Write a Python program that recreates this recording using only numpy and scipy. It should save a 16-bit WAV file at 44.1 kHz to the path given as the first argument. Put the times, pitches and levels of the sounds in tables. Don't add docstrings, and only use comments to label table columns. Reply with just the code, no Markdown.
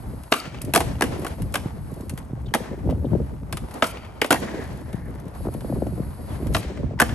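import sys
import numpy as np
from scipy import signal
from scipy.fft import rfft, irfft, next_fast_len
from scipy.io import wavfile
from scipy.ndimage import uniform_filter1d, map_coordinates

SR = 44100
rng = np.random.default_rng(int(sys.argv[2]) if len(sys.argv) > 2 else 0)


def voltage_ratio(decibels):
    exponent = np.asarray(decibels, float) / 20
    return 10 ** exponent


def waveform_to_disk(signal):
    frames = np.transpose(np.atleast_2d(signal))
    scaled = np.clip(frames, -1, 1) * 32767
    samples = np.round(scaled).astype(np.int16)
    wavfile.write(sys.argv[1], SR, samples)


N = 315006

# (frequency [Hz], width [Hz], level [dB])
DECK_MODES = [(269, 175, 1), (497, 42, 1.5), (655, 203, -1.5)]
# (frequency [Hz], width [Hz], level [dB])
TRUCK_MODES = [(1044, 310, -3), (1590, 560, -2.5), (1926, 480, -2.5), (2870, 1110, -5), (4010, 6100, -15.5)]
# (frequency [Hz], width [Hz], level [dB])
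TICK_MODES = [(5200, 8900, -5.5), (9170, 1820, 4.5), (11190, 990, 6.5)]
# (frequency [Hz], width [Hz], level [dB])
WHEEL_MODES = [(897, 210, 7), (1610, 260, -2), (1890, 320, -3.5)]
# (frequency [Hz], level [dB per Hz])
FLUTTER_SPECTRUM = [(90, -62), (180, 2), (300, 1.5), (600, -5.5), (1100, -47), (2500, -52)]


def unit(x):
    return x / np.sqrt(np.mean(x ** 2) + 1e-20)


def along(points, hz):
    f, v = np.transpose(points)
    return np.interp(np.log(hz + 1), np.log(f + 1), v)


def curves(rows):
    s, *cols = np.transpose(rows)
    return [np.interp(np.arange(N) / SR, s, c) for c in cols]


def wobble(rate):
    knots = rng.standard_normal(int(N * rate / SR) + 4)
    return map_coordinates(knots, [np.arange(N) * rate / SR])


def filtered(x, response):
    m = next_fast_len(N + SR // 2)
    hz = np.fft.rfftfreq(m, 1 / SR)
    return irfft(rfft(x, m) * response(hz), m)[..., :N]


def resonant(x, modes, order=1):
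    def response(f):
        total = 0
        for k, (c, w, db) in enumerate(modes):
            total = total + (-1) ** k * voltage_ratio(db) * 1j * f * w / (c * c - f * f + 1j * f * w)
        return total ** order
    return filtered(x, response)


def coloured(x, spectrum):
    return unit(filtered(x, lambda hz: voltage_ratio(along(spectrum, hz))))


def pair(alike):
    a, b = rng.standard_normal((2, N))
    turn = np.arccos(np.clip(alike, 0, 1)) / 2
    return np.cos(turn) * a + np.sin(turn) * np.array([b, -b])


def bursts(starts, layers_db, rises, t60s):
    force, t = np.zeros((len(rises), N + SR)), np.arange(SR // 6) / SR
    rise = 1 - np.exp(-t / np.clip(rises, 1e-4, 1)[:, None])
    for s, db, t60 in zip(starts, layers_db, t60s):
        fall = voltage_ratio(db[:, None] - 60 * t / np.clip(t60, .004, .3)[:, None])
        noise = rng.standard_normal((len(rises), len(t)))
        force[:, round(s * SR - 30):][:, :len(t)] += rise * fall * noise
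    return force[:, :N]


def ports(x):
    # (frequency [Hz], left ahead by [radians])
    lead = [(0, 0), (1700, .4), (2800, 1.3), (5300, 1.4), (6800, -.3), (7400, 1.4), (8450, 0),
            (10000, -2.7), (11500, -5.5), (13600, -9.4), (15200, -12.6)]
    # (frequency [Hz], left minus right [dB])
    louder = [(200, 0), (700, 1.5), (1700, 1.5), (3300, 2.5), (5300, 5.5), (6900, 5), (7900, 7),
              (9000, -1.5), (11000, 0.5), (13000, 0.5)]

    def response(hz):
        half = voltage_ratio(along(louder, hz) / 2) * np.exp(.5j * np.interp(hz, *np.transpose(lead)))
        return np.array([half, 1 / half])
    return filtered(x, response)


def scatter(x):
    t = np.arange(SR // 40) / SR
    tail = rng.standard_normal(len(t)) * voltage_ratio(-60 * t / 0.097)
    side = signal.fftconvolve(x, tail / np.linalg.norm(tail))[:N]
    return np.array([side, -side])


def fronts(x):
    # (frequency [Hz], time to fall 60 dB [s])
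    echo_t60 = [(200, 0.62), (1500, 0.13), (5000, 0.51), (12000, 0.35)]
    out, step = np.zeros((2, N + 2 * SR)), SR // 3
    for at in range(0, N, step):
        hz, t, z = signal.stft(rng.standard_normal((2, SR // 2)), SR, nperseg=256)
        fall = voltage_ratio(-60 * t / along(echo_t60, hz)[:, None])
        tail = signal.istft(z * fall, SR, nperseg=256)[1]
        sides = np.array([tail[0] + 0.28 * tail[1], tail[0] - 0.74 * tail[1]])
        tail = sides / np.linalg.norm(tail[0])
        wet = signal.fftconvolve(x[None, at:at + step], tail, axes=1)
        out[:, at + SR // 100:][:, :wet.shape[1]] += wet
    return out[:, :N]


def heaves():
    # (time [s], frequency [Hz], level [dB], time to fall 60 dB [s])
    swells = [
        (2.947, 74.6, -15, 0.13),
        (2.995, 80, -16, .12),
        (3.195, 95, -18, .1),
        (6.661, 64.5, -20, .2),
    ]
    out, t = np.zeros(N + SR), np.arange(SR // 4) / SR
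    for s, hz, db, t60 in swells:
        shape = voltage_ratio(db - 60 * t / t60) * (1 - np.exp(-t / 0.0044))
        out[round(s * SR):][:len(t)] += shape * np.sin(2 * np.pi * hz * t)
    return out[:N]


def whirls():
    # (time [s], peak [dB], starting frequency [Hz])
    swoops = [(2.519, -25, 704), (2.603, -28, 1000), (2.655, -30, 800), (2.728, -27, 970),
              (2.742, -25, 1090), (2.776, -29, 750), (2.898, -21, 1520), (2.926, -21, 850),
              (3.132, -21.5, 1244), (3.15, -19, 910), (3.2, -22, 935), (5.406, -28, 804),
              (5.451, -23.5, 1410), (5.468, -22, 1560), (5.485, -23.5, 1730), (5.547, -23, 910),
              (5.581, -35, 750), (5.618, -28, 1200), (5.645, -19.5, 1074), (5.696, -23, 1100),
              (5.724, -18.5, 1040), (5.757, -25, 1390), (5.82, -17, 1150), (5.866, -26, 1290),
              (5.923, -29, 790), (5.977, -33, 1180), (5.995, -25, 956), (6.516, -28, 801.3),
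              (6.527, -24, 905), (6.648, -21, 810), (6.699, -22, 1005), (6.83, -19, 804),
              (6.909, -21.5, 944), (2.98, -25, 800), (3.025, -24, 700), (3.052, -21.5, 850),
              (6.716, -25, 800), (6.772, -33, 1100), (6.797, -25, 750), (6.892, -27, 700),
              (6.934, -24, 950)]
    end_hz, slows_s, t60_s = 138, 0.00399, 0.056
    out, t = np.zeros((2, N + SR)), np.arange(SR // 20) / SR
    chances = rng.standard_normal((len(swoops), 2))
    for (s, db, from_hz), (turn, lean) in zip(swoops, chances):
        hz = end_hz + (from_hz - end_hz) * np.exp(-t / slows_s)
        shape = voltage_ratio(db - 0.5 - 60 * t / t60_s) * (1 - np.exp(-t / 0.0032))
        swoop = shape * np.sin(2 * np.pi * np.cumsum(hz) / SR + turn)
        out[:, round(s * SR):][:, :len(t)] += swoop * voltage_ratio(2 * lean * np.array([[1], [-1]]))
    return out[:, :N]


def eddies():
    # (time [s], peak [dB], thump over peak [dB])
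    first_eddies = [(0.464, -30, 13), (0.688, -18, -3), (1.161, -16, -17), (1.189, -17, -3), (1.232, -16, -19),
                    (1.653, -20, 8.5), (2.122, -21.5, 8), (2.602, -21.5, 1), (2.731, -23, -21), (2.872, -16, 3),
                    (2.889, -6, -12), (2.923, -12.5, -2), (3.044, -9, -2), (3.131, -8.5, 1), (3.149, -10, -1.5),
                    (3.199, -13.5, -7), (4.589, -15.5, -29), (4.931, -24, 15), (5.467, -16, -9), (5.545, -22, 2),
                    (5.643, -23, -6), (5.698, -16, 1), (5.724, -10.5, 1), (5.82, -10, -23), (5.865, -12, -11),
                    (5.994, -18.5, 8), (6.423, -14, -7), (6.46, -13, -2), (6.7, -19, -15), (6.831, -14, 4.5)]
    # (time [s], peak [dB], thump over peak [dB])
    more_eddies = [(0.133, -26, -4), (0.61, -30.5, 15.5), (0.657, -25.5, 0), (1.098, -22, -13),
                   (1.137, -31, -25), (1.395, -33.5, 17), (1.915, -23, 5), (1.967, -23.5, 2), (1.999, -23, 5),
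                   (2.028, -23, 1.5), (2.297, -27, 9.5), (2.323, -27.5, 15), (2.463, -27.5, 6), (2.775, -27, -9),
                   (2.853, -17.5, 8), (3.113, -23, 15), (3.42, -32.5, 9), (4.536, -17, -21), (5.009, -35, 12),
                   (5.254, -31.5, 13), (5.404, -22, -21), (5.452, -16, -5), (5.483, -16, -12), (5.761, -16, -13),
                   (5.923, -26, 11.5), (5.976, -17.5, -5), (6.291, -31, 4.5), (6.401, -16.5, -3),
                   (6.525, -18, -31), (6.909, -19, -10)]
    s, db, thump_db = np.transpose(first_eddies + more_eddies)
    pushes = np.zeros((3, N + SR))
    lags = np.array([.0015, .005, .011]) * np.exp(0.317 * rng.standard_normal((len(s), 3)))
    signs = np.sign(rng.standard_normal((len(s), 3)))
    at = ((s[:, None] + lags) * SR).astype(int)
    pushes[np.arange(3), at] = signs * voltage_ratio(np.transpose([db, db, db + thump_db]))
    puff, flap, thump = pushes[:, :N]
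    push = voltage_ratio(25) * resonant(puff, [(584, 250, 0)], order=2)
    push = push + voltage_ratio(31.0) * resonant(flap, [(280, 220, 0.0095)], order=2)
    push = push + voltage_ratio(40.5) * resonant(thump, [(121, 117, 0.011)], order=2)
    ragged = bursts(s, db[:, None], [.003], np.full((len(s), 1), .035))[0]
    push = push + voltage_ratio(15.0) * resonant(ragged, [(379, 300, 0.015)], order=2)
    push = resonant(push, [(287, 406, 0)])
    return push * voltage_ratio(3 * wobble(30) * np.array([[1], [-1]]))


def wind():
    # (time [s], strength [dB])
    gust_strength = [(0, -38.5), (0.17, -34.5), (0.3, -49.5), (0.7, -29.5), (1.65, -30.5), (1.78, -34.5),
                     (2.7, -38.5), (2.9, -20.5), (3.18, -29), (3.36, -37.5), (3.55, -30), (3.8, -41),
                     (4.6, -32), (5.37, -33.5), (5.79, -24), (6.22, -34), (6.46, -27.5), (7.14, -30)]
    # (frequency [Hz], level [dB per Hz])
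    buffet_spectrum = [(13, -51), (22, -4.5), (64, 1.5), (96, -2.5), (125, -2.5), (227, -11.5), (260, -12),
                       (340, -23), (570, -120)]
    strength_db, = curves(gust_strength)
    lumps = wobble(22)
    buffet = coloured(voltage_ratio(2.76 * lumps + 2.8 * wobble(7)) * pair(alike=0.78), buffet_spectrum)
    clumps = voltage_ratio(3 * lumps + 4.5 * wobble(45))
    flutter = coloured(clumps * pair(alike=0.67), FLUTTER_SPECTRUM)
    average_flutter_db, grows = -44, 1
    flutter_db = average_flutter_db + grows * (strength_db - strength_db.mean())
    return voltage_ratio(strength_db - 0.33) * buffet + voltage_ratio(flutter_db) * flutter + eddies()


def ducking(board):
    above_db, hold_s = -12, 0.042
    level = np.sqrt(np.abs(uniform_filter1d(board ** 2, round(hold_s * SR))))
    return 1 / (1 + level / voltage_ratio(above_db))


def runs():
    # (time of crest [s], grind [dB], deck drone [dB], fade [dB/s])
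    crests = [(0.45, -45, -54, 41), (0.86, -40.5, -40.5, 33), (1.1, -44.5, -41.5, 43), (1.63, -51, -45, 60),
              (2.659, -48, -44.5, 64), (3.72, -54, -45, 10), (3.92, -50, -59, 66), (4.44, -40, -40.5, 43),
              (4.58, -44, -41, 65), (4.98, -65, -55, 15), (5.21, -60, -54.5, 20), (6.36, -52.5, -48.5, 42),
              (3.2, -56, -63, 82), (6.64, -42.5, -51, 60), (7.12, -43, -42, 10)]
    coast_grind_db, coast_drone_db, rise_s = -63, -50.5, 0.15
    t = np.arange(N) / SR
    airborne_db = np.interp(t, (6.62, 6.9, 6.99, 7.01), [0, -2.5, -2.5, 0])
    power = voltage_ratio(2 * np.array([[coast_grind_db], [coast_drone_db]]) + 2 * airborne_db)
    for s, grind_db, drone_db, fade in crests:
        shape = np.clip(1 + (t - s) / rise_s, 0, 1) * voltage_ratio(-fade * np.maximum(t - s, 0))
        power = power + (voltage_ratio([[grind_db], [drone_db]]) * shape) ** 2
    return 10 * np.log10(power)


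def chatter():
    skips_per_s = 260
    skips = (rng.random(N) < skips_per_s / SR) * voltage_ratio(4.9 * rng.standard_normal(N))
    return unit(resonant(skips - skips.mean(), WHEEL_MODES))


def rolling():
    # (time [s], bearing hiss [dB])
    spin = [(0, -56), (0.3, -59.5), (0.5, -69), (0.8, -61), (1.2, -53.5), (1.7, -61), (2.01, -57),
            (2.3, -80), (3.15, -59.5), (3.5, -70), (3.8, -55.5), (4.1, -68), (4.5, -58.5), (5.33, -64),
            (5.37, -52.5), (6.5, -55), (6.85, -75), (7.14, -79)]
    # (frequency [Hz], level [dB per Hz])
    drone_spectrum = [(300, -18.5), (650, 5), (950, 0), (1350, -6), (1900, -15.5), (4000, -46)]
    grind_spectrum = [(600, -1), (930, -7.5), (1350, -6), (1900, -2.5), (2400, -6), (3300, -10),
                      (8500, -19.5), (12500, -37)]
    hiss_spectrum = [(1500, 4), (3500, -7), (4500, 0.5), (6000, -12), (9000, -0.5), (10200, 7), (11300, 11),
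                     (12100, -3), (12700, -16), (13300, -51)]
    (grind_db, drone_db), (hiss_db,) = runs(), curves(spin)
    roughness = voltage_ratio(0.93 * wobble(120) + 2.76 * wobble(30))
    drone = coloured(roughness * pair(alike=0.03), drone_spectrum)
    grind = coloured(roughness * pair(alike=0.36), grind_spectrum)
    shudder = coloured(roughness * pair(alike=0.58), FLUTTER_SPECTRUM)
    flicker = voltage_ratio(.9 * wobble(40) + 1.1 * wobble(8))
    hiss = coloured(flicker * pair(alike=0.98), hiss_spectrum)
    shudder_db = -35 + 2.36 * (drone_db + 40.5)
    deck = voltage_ratio(drone_db) * (drone + voltage_ratio(-7.5) * chatter()) + voltage_ratio(shudder_db) * shudder
    return deck + voltage_ratio(grind_db + 1.0) * grind + voltage_ratio(hiss_db + 4.0) * hiss


def singing():
    # (start [s], crest [s], end [s], level [dB])
    songs = [
        (2.58, 2.633, 2.8, -48),
        (4.402, 4.48, 4.58, -44.5),
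        (4.5, 4.608, 4.76, -46),
        (4.68, 4.95, 5.43, -54.5),
    ]
    # (frequency [Hz], width [Hz], level [dB])
    song_modes = [(1730, 520, 2), (2380, 500, -7)]
    t = np.arange(N) / SR
    load = 0
    for start, crest, end, db in songs:
        load = load + voltage_ratio(db) * np.interp(t, [start, crest, end], [0, 1, 0])
    grain = voltage_ratio(3 * wobble(90) + 1.3 * wobble(25))
    return load * unit(resonant(grain * rng.standard_normal(N), song_modes, order=2))


def bright_ticks(rows):
    s, db = np.transpose(rows)
    return voltage_ratio(1.0) * resonant(bursts(s, db[:, None], [.0005], np.full((len(s), 1), .03))[0], TICK_MODES)


def grit():
    # (time [s], peak [dB])
    grains = [(1.2186, -39), (1.2794, -33), (1.5714, -29), (1.8921, -52), (1.9155, -44), (1.9405, -38.5),
              (1.9594, -47), (2.0083, -38), (2.1375, -43), (2.1864, -34), (2.2508, -49), (2.4169, -49),
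              (4.4019, -32), (4.6394, -40), (4.7294, -46), (4.7735, -43), (4.8105, -45), (4.9546, -44),
              (5.0554, -50), (5.1058, -48), (5.1507, -44), (5.1991, -42), (5.2545, -46), (5.2819, -43),
              (5.3507, -45)]
    return bright_ticks(grains)


def clinks():
    # (time [s], peak [dB])
    knocks = [
        (.7495, -12),
        (.7715, -22),
        (.7945, -27),
        (.8175, -29),
    ]
    return bright_ticks(knocks)


def squeaks():
    # (time [s], length [s], from frequency [Hz], to frequency [Hz], level [dB])
    slips = [(0.4, 0.004, 4840, 4740, -24), (0.584, 0.007, 3000, 2900, -38),
             (0.612, 0.0074, 2700, 2600, -36), (.95, .01, 2700, 2700, -45), (2.453, 0.026, 3750, 3500, -47),
             (2.462, .012, 4700, 4400, -54), (2.474, 0.027, 3120, 2900, -49),
             (2.503, .025, 3000, 2900, -57), (3.042, 0.03, 3800, 3500, -54),
             (3.045, 0.025, 3150, 3050, -54), (6.284, 0.067, 3300, 3100, -55),
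             (6.607, .008, 4900, 4700, -44), (6.626, .01, 4500, 4200, -42)]
    out = np.zeros(N)
    for s, length, from_hz, to_hz, db in slips:
        n = round(length * SR)
        slide = 2 * np.pi * np.cumsum(np.linspace(from_hz, to_hz, n)) / SR
        turn = slide + np.cumsum(0.17 * rng.standard_normal(SR // 10))[:n]
        out[round(s * SR):][:n] += voltage_ratio(db) * np.hanning(n) * (np.sin(turn) + 0.15 * np.sin(2 * turn))
    return out


def flicks():
    # (start [s], end [s], level [dB])
    drags = [
        (0.313, 0.412, -35.5),
        (3.838, 3.923, -36),
        (4.221, 4.282, -45),
        (6.535, 6.61, -34),
    ]
    t, stroke = np.arange(N) / SR, np.zeros(N)
    for start, end, db in drags:
        stroke += voltage_ratio(db) * np.interp(t, [start, start + 0.0042, end - .004, end], [0.014, 1, 0.44, 0])
    return stroke * unit(resonant(voltage_ratio(1.2 * wobble(110)) * rng.standard_normal(N), TICK_MODES))


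def humming():
    # (time [s], level [dB], time to fall 60 dB [s])
    flights = [
        (.335, -38, 0.91),
        (3.845, -39, 0.93),
        (6.575, -48, 0.78),
    ]
    # (frequency [Hz], width [Hz], level [dB])
    free_modes = [(706, 60, -9), (1345, 55, 0), (2330, 190, -6.5), (3130, 150, -10), (4600, 170, -15)]
    t = np.arange(N) / SR
    shake = 0
    for s, db, t60 in flights:
        shake = shake + voltage_ratio(db - 60 * np.abs(t - s) / t60) * (t > s)
    return shake * voltage_ratio(2.3 * wobble(35)) * unit(resonant(rng.standard_normal(N), free_modes))


def rings():
    # (time [s], frequency [Hz], level [dB], time to fall 60 dB [s])
    board_rings = [(0.32, 265, -17, 0.047), (4.218, 287, -17.5, 0.057), (4.309, 300, -14.5, 0.083),
                   (3.828, 266, -17.5, 0.04), (0.32, 1350, -32, 0.3), (1.021, 1650, -7.5, 0.033),
                   (2.5385, 1703, -5, 0.028), (3.826, 1000, -28.5, 0.17), (4.308, 1550, -9, 0.052),
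                   (4.356, 1850, -19.5, 0.056), (0.33, 1360, -28, .06), (.405, 1350, -32.5, 0.13),
                   (6.999, 1100, -14, 0.044), (7, 1497, -4.5, 0.047), (0.36, 1350, -25, 0.06),
                   (7.017, 1700, -7, 0.044), (6.567, 1110, -18, 0.034), (7.106, 1650, -30, 0.058)]
    # (time [s], frequency [Hz], level [dB], time to fall 60 dB
    # [s])
    more_rings = [(.321, 693, -11.5, 0.033), (.322, 1230, -9, 0.029), (0.34, 1200, -18, .05),
                  (.338, 2200, -19, .03), (.7605, 698, -5.5, 0.052), (0.76, 366, -20, 0.046),
                  (.776, 740, -14, 0.042), (.8045, 815, -25, 0.044), (1.01, 800, -21, 0.045),
                  (1.022, 807, -19, 0.064), (1.036, 253, -18, 0.049), (1.248, 1110, -22, 0.028),
                  (1.266, 1490, -24, 0.028), (1.543, 580, -24.5, 0.073), (1.555, 1640, -21, 0.037),
                  (3.97, 2400, -36, 0.041), (4.047, 2150, -41, .05), (4.472, 1240, -35, 0.036),
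                  (2.54, 884, -9, 0.044), (2.548, 343, -17, 0.041), (3.824, 673, -8.5, 0.036),
                  (3.824, 1300, -11, 0.026), (3.841, 1324, -20.5, 0.059), (4.217, 2314, -7.5, 0.025),
                  (4.215, 3000, -11, 0.03), (4.218, 455, -14, 0.034), (4.246, 598, -17.5, 0.044),
                  (4.327, 1008, -11, 0.039), (4.328, 242, -15, 0.049), (4.343, 900, -22, 0.1),
                  (6.977, 895, -38, .04), (6.989, 1830, -32, 0.045), (7.001, 808, -15, .04),
                  (7.017, 834, -12, .04), (7.048, 1710, -29, .05)]
    out, t = np.zeros(N + SR), np.arange(SR // 3) / SR
    for s, hz, db, t60 in board_rings + more_rings:
        wander = hz * 8e-5 * np.cumsum(rng.standard_normal(len(t)))
        shape = voltage_ratio(db - 60 * t / t60) * (1 - np.exp(-t / 0.00065))
        out[round(s * SR):][:len(t)] += shape * np.sin(2 * np.pi * hz * t + wander)
    return out[:N] * voltage_ratio(2.4 * wobble(70))


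def crunches():
    # (time [s], level [dB], time to fall 60 dB [s])
    weights = [
        (.742, -13, .2),
        (1.012, -17, .13),
        (1.2475, -9, 0.038),
        (1.542, -14, .08),
    ]
    s, db, t60 = np.transpose(weights)
    force = bursts(s, db[:, None], [.003], t60[:, None])[0]
    return resonant(resonant(force, DECK_MODES + TRUCK_MODES), WHEEL_MODES)


def clacks():
    # (time [s], peak [dB], metal
    # tick [dB], time to fall 60 dB [s])
    contacts = [(0.3202, -16.5, -7, 0.03), (0.324, 3, -24, 0.016), (0.337, -14.5, -8.5, 0.035),
                (0.7374, -9.5, -6.5, 0.037), (2.539, -8.5, -11.5, 0.024), (3.823, -6, -35, 0.034),
                (3.832, -19, -14, 0.055), (3.8415, -14, -17, 0.034), (4.216, -10, -14, 0.037),
                (4.244, -17, -15, 0.046), (4.3265, -2.5, -12, 0.025), (6.547, -8.5, -21, 0.047),
                (6.5661, -14, -13, 0.029), (7.0918, -24, -22, 0.038)]
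    # (time [s], peak [dB], deck boom [dB], time to fall 60 dB [s])
    slams = [(0.749, -9, -8, 0.035), (0.7596, -2, -3.5, 0.028), (0.776, -10, -7, 0.019),
             (0.8043, -17.5, -3.5, 0.049), (1.0098, -10.5, 0.5, 0.014), (1.0215, -10, -6, 0.031),
             (1.0394, -20.5, 1.5, 0.026), (1.2472, -26.5, 3.5, 0.035), (1.266, -24, -9.5, 0.041),
             (1.541, -16.5, -19, 0.044), (1.5549, -15.5, -8, 0.049), (2.547, -14, -2.5, 0.043),
             (3.526, -18.5, -14.5, 0.037), (3.5705, -24, -11.5, 0.05), (4.306, -9, -0.5, 0.047),
             (4.3124, -8, 0, 0.0092), (4.3201, -16, -15, 0.059), (4.3424, -17, 2.5, 0.022),
             (7.0003, -6.5, -5.5, 0.024), (7.006, -4.5, -8, 0.011), (7.016, -9, -2, 0.028),
             (7.0221, -11.5, -2, 0.022), (7.031, -34, 6, .032)]
    # (time [s], peak [dB], metal tick [dB])
    rattles = [(0.235, -39.5, -5.5), (0.3665, -34, -4), (0.414, -33, -11), (0.4537, -29.5, -25),
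               (0.544, -33, -25), (0.617, -37, 7.5), (0.649, -41.5, 4), (1.195, -48, 2), (1.42, -37.5, 2),
               (1.524, -48, 3), (2.0957, -33, 3.5), (2.176, -30.5, -5.5), (2.8987, -34.5, -16),
               (2.908, -33.5, -13), (3.71, -36, -8), (3.7405, -40, 1.5), (3.8685, -41.5, 10),
               (3.9717, -34, -34), (4.047, -38, -29), (4.2615, -34.5, 1), (4.929, -36, -9),
               (5.3484, -43, -28), (5.539, -38, -3), (5.6075, -38, -6), (6.469, -34, -4.5),
               (6.527, -39, -8), (6.6291, -33, -13), (5.868, -43, -4), (6.772, -35, -24), (6.991, -26, -34),
               (7.0626, -33, -21)]
    contact_boom_db = -10
    slam_tick_db = -7
    rattle_boom_db, rattle_t60_s = -10.5, 0.048
    snap_db = 9.5
    rows = [(s, db, contact_boom_db, tick_db, t60) for s, db, tick_db, t60 in contacts]
    rows += [(s, db, boom_db, slam_tick_db, t60) for s, db, boom_db, t60 in slams]
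    rows += [(s, db, rattle_boom_db, tick_db, rattle_t60_s) for s, db, tick_db in rattles]
    s, db, boom_db, tick_db, t60 = np.transpose(rows)
    levels = np.transpose([db + boom_db, db, db + tick_db])
    deck, trucks, tick = bursts(s, levels, [.003, .001, .0004], np.outer(t60, [1.3, .95, .7]))
    trucks[((s + .0008) * SR).astype(int)] += voltage_ratio(db + snap_db)
    tick[((s + .0003) * SR).astype(int)] += voltage_ratio(db + tick_db + snap_db - 6.5)
    deck = resonant(resonant(deck, DECK_MODES), [(480, 1630, 0)])
    trucks = resonant(resonant(trucks, TRUCK_MODES), [(1740, 6600, 0)])
    return voltage_ratio(21.5) * deck + voltage_ratio(11.5) * trucks + voltage_ratio(6.5) * resonant(tick, TICK_MODES)


def scene():
    struck = clacks() + rings() + humming()
    board = resonant(struck, [(1920, 45000, 0)])
    space = voltage_ratio(-11.0) * scatter(board) + voltage_ratio(-14.5) * fronts(board)
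    near = board + space + flicks() + squeaks() + grit() + rolling()
    gusts = (wind() + whirls() + heaves()) * voltage_ratio([[.4], [-.4]])
    return ports(near + singing() + clinks() + crunches()) + ducking(board) * gusts


def gated(x):
    # (frequency [Hz], level [dB])
    gate = [(9500, -98), (9900, -98), (10250, -82), (10500, -98), (12200, -96), (12800, -88), (13900, -80),
            (15300, -92)]
    hz, t, z = signal.stft(np.array([x[0] + x[1], x[0] - x[1]]), SR, nperseg=2048)
    power = (np.abs(z[:, :-1] / 2) ** 2).reshape(2, 128, 8, -1).mean(axis=2)
    smooth = np.repeat(uniform_filter1d(power, size=3, axis=2), 8, axis=1)
    hz = hz[:-1, None]
    faint = (smooth < voltage_ratio(2 * along(gate, hz))) & (hz > gate[0][0])
    kept = z * np.pad(~faint, ((0, 0), (0, 1), (0, 0)))
    total, apart = signal.istft(kept, SR, nperseg=2048)[1][:, :N]
    return np.array([total + apart, total - apart]) / 2


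def band_limit(x):
    return signal.sosfilt(signal.butter(12, 16500, fs=SR, output="sos"), x)


def record(dry):
    # (frequency [Hz], level [dB])
    capsule = [(25, -14.5), (60, 2), (11300, -1), (12100, -3.5), (13000, -8.5), (14000, -14), (15500, -10),
               (16200, -57), (17000, -94)]
    heard = filtered(dry, lambda hz: voltage_ratio(along(capsule, hz)))
    heard = heard / (1 + heard ** 6) ** (1 / 6)
    return band_limit(gated(heard))


dry = scene()
out = record(dry)
waveform_to_disk(out)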